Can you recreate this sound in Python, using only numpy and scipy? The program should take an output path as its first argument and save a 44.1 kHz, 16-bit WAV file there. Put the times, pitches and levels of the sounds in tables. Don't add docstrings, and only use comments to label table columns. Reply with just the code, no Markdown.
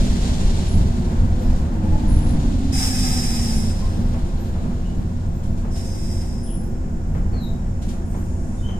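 import sys
import numpy as np
from scipy import signal
from scipy.fft import irfft, next_fast_len
from scipy.io import wavfile
from scipy.ndimage import uniform_filter1d

SR = 44100
rng = np.random.default_rng(int(sys.argv[2]) if len(sys.argv) > 2 else 0)


def persist_wave(psi):
    counts = np.round(np.clip(psi, -1, 1) * 32767).astype(np.int16)
    wavfile.write(sys.argv[1], SR, np.atleast_2d(counts).T)


N = 387638
TIME = np.arange(N) / SR
FFT_SIZE = next_fast_len(N, real=True)
FREQS = np.maximum(np.arange(FFT_SIZE // 2 + 1) * SR / FFT_SIZE, 1)


def from_db(db):
    return 10 ** (np.asarray(db) / 20)


def unit_rms(x):
    return x / np.sqrt(np.mean(x ** 2) + 1e-20)


def over_time(rows):
    times, *columns = np.transpose(rows)
    return [np.interp(TIME, times, column) for column in columns]


def over_hz(points):
    hz, value = np.transpose(points)
    return np.interp(np.log(FREQS), np.log(hz), value)


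def white_spectrum():
    return rng.standard_normal(len(FREQS)) + 1j * rng.standard_normal(len(FREQS))


def drift(rate_hz):
    return unit_rms(irfft(white_spectrum() / (1 + (FREQS / rate_hz) ** 2))[:N])


def steadied(noise, seconds):
    power = uniform_filter1d(np.mean(noise ** 2, axis=0), int(seconds * SR))
    return noise / np.sqrt(np.maximum(power, 1e-9))


def bursts(events, rise_s, t60_s):
    power = 0
    for start, db in events:
        age = np.maximum(TIME - start, 0)
        fall_db = 60 * np.clip((age - rise_s) / t60_s, 0, 2)
        power += (np.minimum(age / rise_s, 1) * from_db(db - fall_db)) ** 2
    return np.sqrt(power)


# frequency in Hz, correlation.
MIC_LIKENESS = [(30, .997), (70, .994), (170, .95), (350, .76), (700, .53), (1400, .38), (3000, .22),
                (6000, .38), (14000, .3)]
# frequency in Hz, left minus right in dB.
MIC_BALANCE = [(90, 0), (140, -.3), (210, -1.8), (380, -4.8), (690, -.5), (1280, 2.3), (2400, 2), (4400, 0),
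               (5500, -2.5), (6700, -3.2), (8000, .5), (10000, 4), (14800, 4.6)]
# frequency in Hz, lead in seconds.
MIC_LEFT_LEAD = [(100, .00006), (400, .00012), (700, .00018), (1200, .00042)]
def stereo_noise(gain):
    alike = over_hz(MIC_LIKENESS)
    mid = np.sqrt(1 + alike) * white_spectrum()
    side = np.sqrt(1 - alike) * white_spectrum()
    lean = from_db(over_hz(MIC_BALANCE) / 2)
    lead = np.exp(2j * np.pi * FREQS * over_hz(MIC_LEFT_LEAD))
    left, right = (mid + side) * lean * lead, (mid - side) / lean
    return unit_rms(irfft(gain * np.array([left, right]))[:, :N])


def coloured(colour, comb=1):
    return stereo_noise(from_db(over_hz(colour)) * comb)


def ringing(modes):
    power = 0
    for hz, db, width in modes:
        power += from_db(db) ** 2 / width / (1 + ((FREQS - hz) / width) ** 2) ** 2
    return stereo_noise(np.sqrt(power))


def whistling(tones, width_hz):
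    return ringing([(hz, db, width_hz) for hz, db in tones])


def underframe_comb(depth, count=12):
    delays_s = rng.uniform(.002, .025, count)
    echoes = sum(np.exp(-2j * np.pi * FREQS * delay) for delay in delays_s)
    return np.abs(1 + depth * echoes / np.sqrt(count))


def platform_echoes(dry, t60_s, build_s):
    age = TIME[:SR]
    tail = rng.standard_normal((2, SR)) * np.minimum(age / build_s, 1) * from_db(-60 * age / t60_s)
    tail /= np.sqrt(np.sum(tail ** 2, axis=1, keepdims=True))
    echoes = signal.fftconvolve(dry[None], tail, axes=1)[:, :N]
    return (dry + echoes) / np.sqrt(2)


# pitch in Hz, relative level in dB, width in Hz.
FAN_TONES = [(29.5, -33, 2), (75, -38, 3), (89.7, -33, 1.8), (130, -42, 3), (185, -42.5, 1.5),
             (243, -40.5, 8), (316, -48.5, 3), (339, -48, 7), (353, -53, 4), (376.8, -48.5, 4),
             (432, -56, 5), (478, -56.5, 4), (517, -56, 4), (667.5, -54.5, 4), (736, -62, 3), (789, -63, 3),
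             (1631, -69, 14)]
def fans():
    return from_db(-28) * steadied(ringing(FAN_TONES), seconds=.8)


# pitch in Hz, level in dB.
CONVERTER_TONES = [(538.3, -53.5), (957, -65), (1076.6, -66.5), (1137, -72), (1346, -73), (1437, -65)]
def converter(wander_hz=.4, waver_db=2.5):
    lead_s = np.array([[.00018], [0]])
    hum = 0
    for hz, db in CONVERTER_TONES:
        cycles = np.cumsum(hz + wander_hz * drift(3.3)) / SR + rng.random()
        level = from_db(db) * unit_rms(from_db(waver_db * drift(2.3)))
        hum += np.sqrt(2) * level * np.sin(2 * np.pi * (cycles + hz * lead_s))
    return hum


# time in seconds, relative level in dB.
LEAK_FLOW = [(0, -54.5), (3.5, -62.5), (5, -59), (8.79, -57)]
# frequency in Hz, relative level in dB.
LEAK_HISS = [(2000, -6.5), (4500, -10), (5300, 0), (6100, -1), (6700, 0), (7300, 1.5), (8400, -1.5),
             (9000, -10), (10500, -10.5), (15000, -25)]
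LEAK_WHISTLES = [(5232, -7), (5502, -5), (6132, -6), (6530, 0), (6998, 1), (7273, -3)]
def leak():
    flow_db, = over_time(LEAK_FLOW)
    hiss = from_db(1.5) * coloured(LEAK_HISS, underframe_comb(depth=.22))
    whistles = from_db(-7) * whistling(LEAK_WHISTLES, width_hz=22)
    return from_db(flow_db) * (hiss + whistles)


# time in seconds, hiss level in dB.
REFILL_FLOW = [(8.03, -90), (8.14, -58), (8.35, -58), (8.62, -56.5), (8.79, -70)]
# frequency in Hz, relative level in dB.
REFILL_HISS = [(3500, -16), (5400, -1), (7000, 3), (9000, -2), (10600, -1), (11200, -12), (15000, -22)]
REFILL_WHISTLES = [(5755, -4), (6675, 0), (7020, -5), (7865, -5), (8597, -5), (8705, 0), (8807, -4),
                   (10589, -6)]
def refill():
    flow_db, = over_time(REFILL_FLOW)
    whistles = from_db(-2) * whistling(REFILL_WHISTLES, width_hz=22)
    return from_db(flow_db) * (coloured(REFILL_HISS) + whistles)


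# start in seconds, level in dB.
AIR_PUFFS = [(1.55, -48), (5.425, -50), (5.565, -50.5), (5.75, -43.5), (6.2, -49), (7.812, -45),
             (7.878, -43)]
# frequency in Hz, relative level in dB.
PUFF_HISS = [(800, -4), (2000, 3.5), (3800, 8.5), (4700, 5), (6500, 7.5), (8500, 5), (12000, -2.5),
             (15000, -22)]
def puffs():
    return bursts(AIR_PUFFS, rise_s=.013, t60_s=.43) * coloured(PUFF_HISS)


# start in seconds, level in dB.
KNOCK_HITS = [(1.11, -36.5), (3.98, -45), (4.14, -37), (4.55, -39), (4.635, -39.5), (4.705, -41),
              (5.01, -51), (5.64, -39), (6.62, -54), (7.145, -35.5), (7.33, -37), (7.65, -50), (7.93, -44),
              (8.14, -37.5), (8.685, -38.5)]
# frequency in Hz, relative level in dB.
KNOCK_SPECTRUM = [(150, -29), (350, 6), (700, 3.5), (1200, -1), (2200, -13), (4000, -24), (9000, -37)]
def knocks():
    return bursts(KNOCK_HITS, rise_s=.0036, t60_s=.5) * coloured(KNOCK_SPECTRUM)


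def speed(stop_s=7.7):
    return np.maximum(1 - TIME / stop_s, 0)


# time in seconds, relative level of the mesh tone in dB.
GEAR_LOAD = [(0, -44), (.9, -43), (1.08, -37), (1.28, -45), (1.52, -40), (1.69, -46), (1.8, -31),
             (2.4, -34), (2.65, -26.5), (2.83, -32), (2.97, -28), (3.42, -31), (3.58, -25), (3.72, -43),
             (5.5, -51)]
def gear_whine(start_hz=414):
    load_db, = over_time(GEAR_LOAD)
    mesh_hz = start_hz * speed() * (1 + .008 * drift(30))
    level = from_db(load_db + 1.6 * drift(11)) * (speed() > 0)
    whine = np.sqrt(2) * level * np.sin(2 * np.pi * np.cumsum(mesh_hz) / SR)
    return whine * from_db([[-2.5], [.5]])


# time in seconds, level in dB that the rubbing has at full speed.
SHOE_FORCE = [(0, -34), (.3, -34.5), (.58, -35.5), (1.05, -42.5), (1.3, -46), (1.5, -42), (1.72, -48.5),
              (2.05, -41), (2.6, -37.5), (3.5, -36.5), (5.2, -43.5), (6.6, -52)]
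# frequency in Hz, relative level in dB.
SHOE_HISS = [(600, 10), (1300, 0), (2400, 0.5), (3800, 4.5), (5000, 1), (7000, 0), (8500, -2), (10000, -10),
             (12000, -16.5), (13500, -28), (15500, -37)]
def brake_rub():
    force_db, = over_time(SHOE_FORCE)
    return speed() * from_db(force_db + .98 * drift(25)) * coloured(SHOE_HISS)


# start in seconds, length in seconds, first and last pitch in Hz,
# relative level in dB, opening pitch flutter in Hz.
SHOE_SQUEAKS = [(0.674, 0.057, 10250, 10140, -47.5, 66), (1.33, 0.13, 480, 535, -38.5, 15),
                (1.407, .05, 12600, 12700, -58, 70), (1.453, .06, 5050, 4950, -55, 150),
                (1.82, 0.069, 535, 508, -38.5, 15), (1.845, .05, 853, 843, -39, 18),
                (1.91, 0.11, 842, 878, -37.5, 15), (2.072, 0.12, 10380, 10200, -45.5, 130),
                (2.216, 0.11, 10160, 9980, -49, 90), (2.39, .05, 6850, 6800, -54, 140),
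                (3.55, 0.067, 10300, 10200, -44.5, 70), (3.804, 0.06, 1047, 1050, -45.5, 13),
                (4.38, 0.083, 12850, 12800, -58, 300), (4.836, 0.075, 2940, 2880, -54.5, 150),
                (5.333, .07, 13620, 13800, -63, 60), (5.85, .09, 6300, 6240, -52, 280),
                (6.426, 0.14, 10370, 10210, -44, 120), (6.458, 0.081, 3270, 2970, -54.5, 320),
                (6.62, .07, 13550, 13450, -64, 80), (7.325, .165, 4530, 3560, -47.5, 81),
                (7.4, 0.065, 12900, 12650, -57, 240), (8.055, .03, 10000, 9950, -58, 60),
                (8.076, 0.08, 8300, 8200, -58, 80), (8.07, .07, 12700, 13550, -63, 120),
                (8.16, 0.07, 13100, 12600, -61, 240), (8.576, 0.05, 3600, 3620, -58, 60),
                (8.621, 0.087, 3010, 3174, -46.5, 52), (8.675, 0.06, 3200, 2970, -51, 190),
                (8.665, .06, 6200, 6350, -58, 140)]
def brake_squeaks(settle_s=.06, lasting_flutter=.42):
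    squeaks = np.zeros(N)
    flutter, grip = drift(260), from_db(2.5 * drift(60))
    for start, length, start_hz, end_hz, db, flutter_hz in SHOE_SQUEAKS:
        span = (TIME >= start) & (TIME < start + length)
        age = TIME[span] - start
        progress = age / length
        roughness = lasting_flutter + (1 - lasting_flutter) * np.exp(-age / settle_s)
        hz = start_hz + (end_hz - start_hz) * progress + flutter_hz * roughness * flutter[span]
        swell = unit_rms(np.sqrt(np.abs(np.sin(np.pi * progress))) * grip[span])
        squeaks[span] += from_db(db) * swell * np.sin(2 * np.pi * np.cumsum(hz) / SR)
    return platform_echoes(squeaks, t60_s=.38, build_s=.035) * from_db([[5], [-.5]])


# time in seconds, then body boom, wheel rumble and rail roar in relative dB.
ROLLING_LEVELS = [(0.0, -19.5, -25, -40.5), (1.05, -22.5, -26.5, -38), (1.76, -23, -26.5, -37.5),
                  (2.32, -18, -25.5, -36), (2.85, -22, -27, -44), (3.7, -21.5, -28.5, -39),
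                  (5.2, -25, -31, -43.5), (8.79, -25.5, -31.5, -43)]
# start in seconds, boom level in dB, rumble level in dB.
JOINT_JOLTS = [(-.05, -21, -25), (.38, -15.5, -37), (.69, -12, -21), (1.15, -12, -35), (1.43, -12, -29),
               (1.82, -13, -40), (2.05, -11, -27), (3.5, -20, -27), (3.93, -36, -23.5), (4.58, -30, -27.5),
               (4.92, -29, -26), (5.42, -20, -29.5), (7.1, -17.5, -26)]
# frequency in Hz, relative level in dB.
BODY_BOOM = [(5, 0), (11, 1), (22, -0.5), (35, 4.5), (46, -3.5), (58, -5), (68, -0.5), (80, -2.5),
             (92, -1.5), (105, -16.5), (150, -25), (300, -85)]
WHEEL_RUMBLE = [(60, -36), (105, -0.5), (150, 1.5), (200, 1.5), (245, 1), (270, -11), (340, -14.5),
                (400, -19), (600, -56)]
RAIL_ROAR = [(250, -40), (400, -1.5), (480, 1), (580, 0), (690, 0.5), (950, -2.5), (1200, -9), (1600, -10),
             (2100, -17), (3000, -22), (4500, -27), (8000, -44), (12000, -39), (15000, -61)]
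def rolling(jolt_rise_s=.075, jolt_t60_s=.75):
    boom_db, rumble_db, roar_db = over_time(ROLLING_LEVELS)
    heave = bursts([(start, db) for start, db, _ in JOINT_JOLTS], jolt_rise_s, jolt_t60_s)
    shudder = bursts([(start, db) for start, _, db in JOINT_JOLTS], jolt_rise_s, jolt_t60_s)
    boom_level = np.hypot(from_db(boom_db + 1 + .9 * drift(18)), heave)
    boom = boom_level * steadied(coloured(BODY_BOOM), seconds=.157)
    rumble_level = np.hypot(from_db(rumble_db + 1 + 1.18 * drift(9.4)), shudder)
    rumble = rumble_level * steadied(coloured(WHEEL_RUMBLE), seconds=.23)
    roar = from_db(roar_db - 1 + .5 * drift(14)) * coloured(RAIL_ROAR)
    return boom + rumble + roar


# start in seconds, time open in seconds, relative level in dB,
# sag in dB per second.
VALVE_RELEASES = [(2.722, 0.84, -23.5, 11.5), (5.703, 0.51, -42, 1)]
def valve_flow(attack_s, release_db_per_s):
    flow = 0
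    for start, open_s, db, sag_db_per_s in VALVE_RELEASES:
        age = np.maximum(TIME - start, 0)
        falter_db = 2.5 * np.exp(-((age - .22) / .058) ** 2)
        fall_db = sag_db_per_s * age + release_db_per_s * np.maximum(age - open_s, 0)
        flow += np.sqrt(np.minimum(age / attack_s, 1)) * from_db(db - falter_db - fall_db)
    return flow


# frequency in Hz, relative level in dB.
JET_HISS = [(500, -23), (760, -2), (1100, -7), (2100, -3.5), (2800, -9.5), (3900, -3.5), (4450, -18),
            (4750, -1), (5100, 4), (5550, 1.5), (5900, -4), (6450, -4), (7300, -1.5), (7750, -.5),
            (8080, -4), (8400, 2), (8700, 2), (9100, -8.5), (9700, -9), (10500, -6), (12400, -13),
            (13400, -22), (14200, -11), (15300, -19)]
PIPE_MODES = [(764, -4.5), (2540, -15), (2594, -16), (4941, -7), (5028, -5), (5073, 1.5), (5152, -7),
              (5202, -4.5), (5379, -7), (5426, -3.5), (5501, -4), (5544, -4.5), (5612, -8), (6126, -13),
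              (6201, -5.5), (6255, -11), (6772, -13), (6869, -13), (7428, -10), (7655, -11), (7741, -9.5),
              (7827, -10), (8428, -6), (8474, -8), (8590, -6), (8699, -10), (8734, -5.5)]
BLEED_HISS = [(6000, -20), (9500, 0), (12000, -5), (15000, -9)]
def brake_valve(attack_s=.083):
    jet_level = from_db(-2) * valve_flow(attack_s, release_db_per_s=48)
    jet = jet_level * coloured(JET_HISS, underframe_comb(depth=.52))
    pipe_level = from_db(-2.5) * valve_flow(attack_s, release_db_per_s=33.5)
    pipe = pipe_level * whistling(PIPE_MODES, width_hz=15)
    bleeds = [(start, db - 25.5) for start, _, db, _ in VALVE_RELEASES]
    bleed = bursts(bleeds, attack_s, t60_s=6) * coloured(BLEED_HISS)
    flicker = from_db(.76 * drift(25))
    return flicker * (jet + pipe) + bleed


def scene():
    running_gear = rolling() + knocks() + gear_whine()
    hum = fans() + converter()
    brakes = brake_rub() + brake_squeaks()
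    air = brake_valve() + puffs() + leak() + refill()
    return hum + running_gear + brakes + air


def record(dry, cutoff_hz=15250):
    return signal.sosfilt(signal.ellip(12, .1, 80, cutoff_hz, fs=SR, output="sos"), dry)


dry = scene()
out = record(dry)
persist_wave(out)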